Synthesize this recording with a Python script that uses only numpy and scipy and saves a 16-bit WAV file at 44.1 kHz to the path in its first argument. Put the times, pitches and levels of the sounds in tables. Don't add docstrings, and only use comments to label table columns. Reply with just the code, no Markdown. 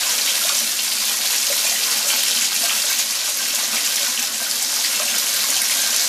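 import sys
import numpy as np
from scipy import signal
from scipy.fft import rfft, irfft
from scipy.io import wavfile
from scipy.ndimage import uniform_filter1d

SR = 44100
rng = np.random.default_rng(int(sys.argv[2]) if len(sys.argv) > 2 else 0)


def transcribe(signal):
    frames = np.atleast_2d(signal).T
    limited = np.clip(frames, -1, 1)
    pcm = np.round(limited * 32767).astype(np.int16)
    wavfile.write(sys.argv[1], SR, pcm)


N = 268128

# (time [s], level [dB])
STREAM_LEVEL = [(0.0, -21), (0.61, -21.5), (0.71, -23), (1.49, -20.5), (2.03, -20.5), (2.45, -20),
                (2.49, -23), (2.59, -22), (2.62, -20), (2.64, -21.5), (2.93, -20), (2.96, -24), (3.0, -19),
                (3.05, -24.5), (3.35, -23), (3.61, -22.5), (3.71, -25), (3.74, -19.5), (3.79, -23.5),
                (3.81, -22), (4.01, -22.5), (4.08, -20.5), (4.13, -25), (4.23, -23), (4.25, -25),
                (4.61, -23.5), (4.62, -23.5), (4.67, -23), (4.77, -20), (4.83, -22.5), (4.84, -21.5),
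                (4.91, -23), (5.45, -20), (5.57, -20), (5.59, -21), (6.08, -20.5)]
# (frequency [Hz], width [Hz], gain [dB])
TUB_MODES = [(227.5, 11.5, 4), (268, 20, 3), (305, 9.9, 4.5), (473.6, 4.6, 11), (584, 26, 3),
             (693, 17, 2.5), (860, 27, 2), (1053, 22, 4), (1360, 9.5, -2.5), (1663, 9.1, 2),
             (1860, 33, 3.5), (1939, 40, 7.5), (2207, 45, 7.5), (2432, 64, 7.5), (2614, 38, 2),
             (2696, 180, 6.5), (3060, 59, 6.5), (3300, 43, 4)]


def from_db(db):
    return 10 ** (np.asarray(db) / 20)


def rms_one(x):
    return x / np.sqrt(np.mean(x ** 2) + 1e-20)


def butter(x, order, edges_hz, kind):
    return signal.sosfilt(signal.butter(order, edges_hz, kind, fs=SR, output="sos"), x)


def band(x, low_hz, high_hz):
    return rms_one(butter(x, 3, [low_hz, high_hz], "band"))


def resonance(x, hz, width_hz):
    r = np.exp(-np.pi * width_hz / SR)
    feedback = [1, -2 * r * np.cos(2 * np.pi * hz / SR), r * r]
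    return signal.lfilter((1 - r * r) / 2 * np.array([1, 0, -1]), feedback, x)


def ring(x, hz, t60_s):
    r, w = from_db(-60 / (t60_s * SR)), 2 * np.pi * hz / SR
    return signal.lfilter([0, np.sin(w)], [1, -2 * r * np.cos(w), r * r], x + 1e-18)


def colour(x, spectrum):
    hz, db = np.transpose(spectrum)
    grid_hz = np.maximum(np.fft.rfftfreq(16384, 1 / SR), 10)
    gain = from_db(np.interp(np.log(grid_hz), np.log(hz), db))
    cepstrum = irfft(np.log(gain))
    cepstrum[1:8192] *= 2
    cepstrum[8193:] = 0
    return signal.fftconvolve(x, irfft(np.exp(rfft(cepstrum))))[:N]


def curves(rows):
    times_s, *columns = np.transpose(rows)
    return [np.interp(np.arange(N) / SR, times_s, column) for column in columns]


def drift(rate_hz):
    r = np.exp(-40 * np.pi * rate_hz / SR)
    slow = signal.lfilter([1], [1, -2 * r, r * r], rng.standard_normal(N // 20 + 4002))[4000:]
    return np.interp(np.arange(N) / 20, np.arange(len(slow)), rms_one(slow))


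def swells(peaks, rise_s, fall_s):
    t = np.arange(N) / SR
    return sum(from_db(db) * np.exp(np.minimum((t - s) / rise_s, (s - t) / fall_s)) for s, db in peaks)


def clicks(per_s, spread_db):
    sizes = from_db(spread_db * np.minimum(rng.exponential(1, N), 4.2)) * rng.choice([-1, 1], N)
    return sizes * (rng.random(N) < per_s / SR)


def random_events(low_hz, high_hz, count):
    when, draw, pitch = rng.random((count, 3)).T
    at_s = when * N / SR
    times_s, level_db = np.transpose(STREAM_LEVEL)
    swing_db = np.interp(at_s, times_s, level_db - level_db.mean())
    return zip(at_s, draw, swing_db, low_hz * (high_hz / low_hz) ** pitch)


def surges(per_s, fall_s, rise_s=.0015):
    lumps = (rng.random(N) < per_s / SR) * rng.random(N)
    fall, rise = np.exp(-1 / (fall_s * SR)), np.exp(-1 / (rise_s * SR))
    swell = rms_one(signal.lfilter([1], np.convolve([1, -fall], [1, -rise]), lumps))
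    swell = np.tanh(swell / 1.6)
    return rms_one(swell - swell.mean())


def fizz(surge_db, births_per_cycle=.07, t60_cycles=14.4):
    out = np.zeros(N)
    swarms_db = [2.5 * surges(per_s=40, fall_s=.010) for _ in range(12)]
    for k, hz in enumerate(np.geomspace(140, 17000, 48)):
        swarm_db = swarms_db[k // 4]
        births = clicks(births_per_cycle * hz * from_db(surge_db + swarm_db), spread_db=4.5)
        out += np.sqrt(hz) * rms_one(ring(births * from_db(.49 * swarm_db), hz, t60_cycles / hz))
    return rms_one(out)


def splash():
    # (frequency [Hz], gain [dB])
    spectrum = [(15, -84), (25, -53), (158, -22.5), (224, -10.5), (354, -16), (438, -17.5), (573, -9),
                (790, -10.5), (1350, -8.5), (1580, -6), (1810, -11), (2240, -7), (5280, 2.5), (7000, 2),
                (8000, -2.5), (11800, -3.5), (15000, -11.5)]
    # (time [s], gurgle [dB], spatter [dB], mist [dB], boom [dB])
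    band_levels = [(0.0, -34, -27, -25, -51), (0.47, -36, -28, -25, -47), (0.73, -37.5, -30, -27, -49.5),
                   (1.73, -35, -27, -24.5, -48), (2.0, -33, -27, -25, -47.5),
                   (2.37, -36.5, -27, -25.5, -48.5), (2.47, -38, -28.5, -26.5, -47),
                   (2.83, -34.5, -27.5, -25, -50), (2.95, -37, -28.5, -26.5, -51),
                   (3.18, -38.5, -31, -29.5, -53), (3.49, -36.5, -29, -27, -49),
                   (3.66, -36, -29.5, -28, -48.5), (3.93, -35.5, -27.5, -25.5, -49),
                   (4.25, -37, -31.5, -29, -49.5), (4.54, -37.5, -30.5, -27.5, -50),
                   (5.16, -35.5, -28, -25.5, -48.5), (5.74, -34.5, -27.5, -24.5, -48.5),
                   (6.08, -34, -28.5, -27, -50)]
    level_db, = curves(STREAM_LEVEL)
    gurgle_db, spatter_db, mist_db, boom_db = curves(band_levels)
    quick_db = level_db - uniform_filter1d(level_db, size=SR // 4)
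    surge_db = surges(per_s=60, fall_s=.012)
    spray = from_db(-3.5 + .5 * surge_db) * rng.standard_normal(N)
    drops = from_db(-9) * rms_one(clicks(1000 * from_db(2.9 * surge_db), spread_db=4))
    water = colour(spray + drops + from_db(-2) * fizz(surge_db), spectrum)
    sizzle = from_db(level_db) * band(water, 3496, 8270)
    spatter = from_db(spatter_db + 1.05 * quick_db) * band(water, 1950, 3844)
    mist = from_db(mist_db + quick_db) * band(water, 7700, 15830)
    gurgle = from_db(gurgle_db + .84 * quick_db) * band(water, 430, 2055)
    boom = from_db(boom_db) * band(colour(spray, spectrum), 15, 426)
    return sizzle + spatter + mist + gurgle + boom


def tub(x):
    return x + sum((from_db(db) - 1) * resonance(x, hz, width_hz) for hz, width_hz, db in TUB_MODES)


def bathroom(x, t60_s=.19, step_s=.03, spots=8):
    out, t = np.zeros(N), np.arange(SR // 2) / SR
    place = np.arange(N) / (step_s * SR) % spots
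    for k in range(spots):
        echoes = rng.standard_normal(len(t)) * from_db(-60 * t / t60_s) * (t > .003)
        dull = butter(echoes, 1, 18000, "low")
        echoes = dull + (echoes - dull) * from_db(-150 * t)
        distance = np.abs((place - k + spots / 2) % spots - spots / 2)
        crossfade = np.cos(np.pi / 2 * np.minimum(distance, 1))
        out += signal.fftconvolve(x * crossfade, echoes / np.sqrt(np.sum(echoes ** 2)))[:N]
    return out


def hum(hz=119, rms_db=-69.5):
    level = from_db(rms_db + .88 * drift(1.8))
    return np.sqrt(2) * level * np.sin(2 * np.pi * hz * np.arange(N) / SR)


def glugs(tilt_db_per_octave=8):
    # (time [s], level [dB], start pitch [Hz])
    large = [(0.0209, -20, 2160), (0.0626, -20.5, 1070), (0.2745, -8, 3200), (0.277, -15, 2260),
             (0.2942, -10, 3200), (0.309, -8.5, 3250), (0.416, -16.5, 1370), (0.4399, -5.5, 3680),
             (0.449, -19, 637), (0.4972, -12, 1200), (0.611, -26, 586), (0.7901, -13, 2820),
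             (0.92, -13.5, 3000), (1.107, -22, 1280), (1.246, -23, 666), (1.3344, -17, 1970),
             (1.499, -15, 573), (1.648, -22, 626), (1.6671, -16, 2370), (1.715, -23, 680),
             (1.7254, -15, 2050), (1.7569, -15.5, 1950), (1.7624, -12, 2930), (1.911, -22, 1350),
             (2.045, -20.5, 574), (2.103, -8, 2980), (2.106, -20, 2430), (2.2069, -13, 3160),
             (2.2637, -14, 2800), (2.373, -12, 3040), (2.5175, -19, 1240), (2.5297, -12, 3280),
             (2.6334, -29, 1120), (2.634, -18.5, 650), (2.694, -7, 3040), (2.697, -14, 2250),
             (2.705, -9, 3300), (2.4508, -13, 3080), (4.848, -4, 4800), (2.7112, -15, 1250),
             (2.8685, -11, 3600), (2.9148, -14.5, 2200), (3.767, -12, 2230), (3.767, -11.5, 3220),
             (4.0805, -20.5, 980), (4.1762, -8.5, 2950), (4.418, -23, 650), (4.4642, -15, 1420),
             (4.704, -21, 1480), (4.8464, -14, 2000), (4.9983, -16.5, 1190), (4.999, -17, 590),
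             (5.07, -26, 610), (5.145, -17, 1390), (4.005, -25.5, 587), (2.13, -23, 910),
             (5.0803, -14.5, 2650), (5.1417, -16, 2180), (5.2686, -13, 2930), (5.442, -17, 1090),
             (5.488, -22.5, 574), (5.557, -26, 756), (5.5671, -10, 3120), (5.6171, -15, 2150),
             (5.6521, -20, 2240), (5.6984, -14, 2150), (5.7214, -13, 2200), (5.93, -11.5, 2970)]
    weak = [(s, -32 - 6 * draw + tilt_db_per_octave * np.log2(hz / 1000) + swing_db, hz)
            for s, draw, swing_db, hz in random_events(500, 3300, count=30)]
    out, t = np.zeros(N + 8000), np.arange(4000) / SR
    for s, db, hz in weak + large:
        t60_cycles = 22.8 * (hz / 1000) ** .075
        pitch_spread = .34 * (hz / 1000) ** .5
        followers = [(s + .002007 + .022 * late, db - 8 - 6 * soft, hz * (1 + pitch_spread * (high - .35)))
                     for late, soft, high in rng.random((6, 3))]
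        for at_s, bubble_db, bubble_hz in [(s, db, hz)] + followers:
            phase = 2 * np.pi * bubble_hz * (t + .96 * t ** 2)
            cycles = t * bubble_hz
            envelope = (1 - np.exp(-cycles / 1.25)) * from_db(-60 * cycles / t60_cycles)
            out[round(at_s * SR):][:len(t)] += from_db(bubble_db) * envelope * np.sin(phase)
    return butter(out[:N], 2, 250, "high")


def cavity(hz=1576):
    # (peak time [s], level [dB])
    closures = [(0.1, -36), (0.3, -37), (0.41, -39), (0.88, -42), (1.81, -41), (2.13, -35), (2.54, -34),
                (2.66, -33), (2.91, -34), (3.17, -45), (3.25, -42), (3.4, -33), (3.59, -36), (3.91, -35),
                (4.05, -35), (4.2, -35), (4.42, -35), (5.0, -37), (5.15, -35), (5.23, -40), (5.35, -33),
                (5.52, -40), (5.62, -35), (5.77, -29), (5.855, -35), (5.94, -29.5)]
    pitch_hz = hz + 12 * drift(23.7)
    note = np.sqrt(2) * np.sin(2 * np.pi * np.cumsum(pitch_hz) / SR)
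    rough = rms_one(resonance(clicks(per_s=900, spread_db=3), hz, width_hz=28))
    return swells(closures, rise_s=.018, fall_s=.02) * (note + from_db(-4.5) * rough)


def slaps(ping_fall_s=.00093, rise_s=.0006):
    # (time [s], level [dB], pitch [Hz])
    strong = [(0.18, -12, 5750), (0.4918, -8.5, 3800), (0.589, -11, 5760), (0.6928, -14, 11300),
              (0.924, -13, 4500), (1.052, -12, 10100), (1.2573, -13, 9350), (1.4676, -10, 5170),
              (1.5648, -15, 9370), (1.6955, -11, 5100), (1.8357, -9, 4770), (1.8644, -17, 4700),
              (2.164, -11, 11900), (2.1824, -19, 5600), (2.2343, -10.5, 3760), (2.2335, -11, 10800),
              (2.2827, -9, 5210), (2.5441, -13, 11300), (2.6499, -21, 5750), (2.819, -12, 4800),
              (2.9033, -12, 11800), (2.987, -11, 6800), (3.108, -11.5, 5430), (3.153, -12.5, 6210),
              (3.3712, -12, 12800), (3.4516, -13, 5000), (3.48, -14, 6900), (3.5486, -9.5, 6740),
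              (3.8085, -17, 5470), (3.8473, -19, 3630), (3.9584, -9, 5800), (4.0297, -11, 3960),
              (4.088, -22, 6260), (4.194, -10, 6250), (4.226, -11, 6200), (4.5118, -9.5, 5000),
              (4.625, -8.5, 7900), (4.7618, -13, 6490), (4.8404, -9.5, 4600), (4.853, -14, 5600),
              (4.859, -11.5, 4000), (4.9287, -13, 5000), (5.0537, -11, 6240), (5.182, -13, 12100),
              (5.1826, -8, 5840), (5.5016, -8.5, 7000), (5.5653, -12, 6250), (5.6176, -8.5, 10200),
              (5.709, -11, 9200), (5.7498, -11, 5700), (5.9617, -10, 5830), (5.9634, -12, 9930)]
    weak = [(s, -19 + 2.5 * (2 * draw - 1) + swing_db, hz)
            for s, draw, swing_db, hz in random_events(3700, 9500, count=60)]
    out, t = np.zeros(N + 2000), np.arange(2000) / SR
    for s, db, hz in weak + strong:
        ping = np.sin(2 * np.pi * hz * t) * np.exp(-t / ping_fall_s)
        fall_s = .0049 * (hz / 5000) ** -.11
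        envelope = np.exp(-t / fall_s) * (1 - np.exp(-t / rise_s))
        hiss = np.diff(rng.standard_normal(len(t)), prepend=0)
        droplets = envelope * rms_one(ring(hiss, hz, t60_s=4.4 / hz))
        out[round(s * SR):][:len(t)] += from_db(db) * (ping + from_db(-4.5) * droplets)
    return butter(out[:N], 3, 1500, "high")


def thuds():
    # (peak time [s], level [dB])
    gushes = [(0.64, -45), (1.51, -45), (1.975, -45), (2.3, -45), (2.385, -36), (2.43, -40), (2.62, -39),
              (2.74, -47), (3.74, -34), (4.09, -38), (4.21, -32), (4.35, -41), (5.055, -38), (5.16, -38),
              (5.91, -37)]
    pitch_hz = TUB_MODES[0][0] + 12 * drift(8)
    return swells(gushes, rise_s=.015, fall_s=.014) * np.sin(2 * np.pi * np.cumsum(pitch_hz) / SR)


def scene():
    water = tub(splash() + glugs()) + slaps() + cavity() + thuds()
    return (water + from_db(-5.5) * bathroom(water) + hum())[None]


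def record(dry, low_hz=59.6, stop_hz=15550):
    thin = butter(dry, 2, low_hz, "high")
    return signal.sosfilt(signal.cheby2(16, 60, stop_hz, fs=SR, output="sos"), thin)


dry = scene()
out = record(dry)
transcribe(out)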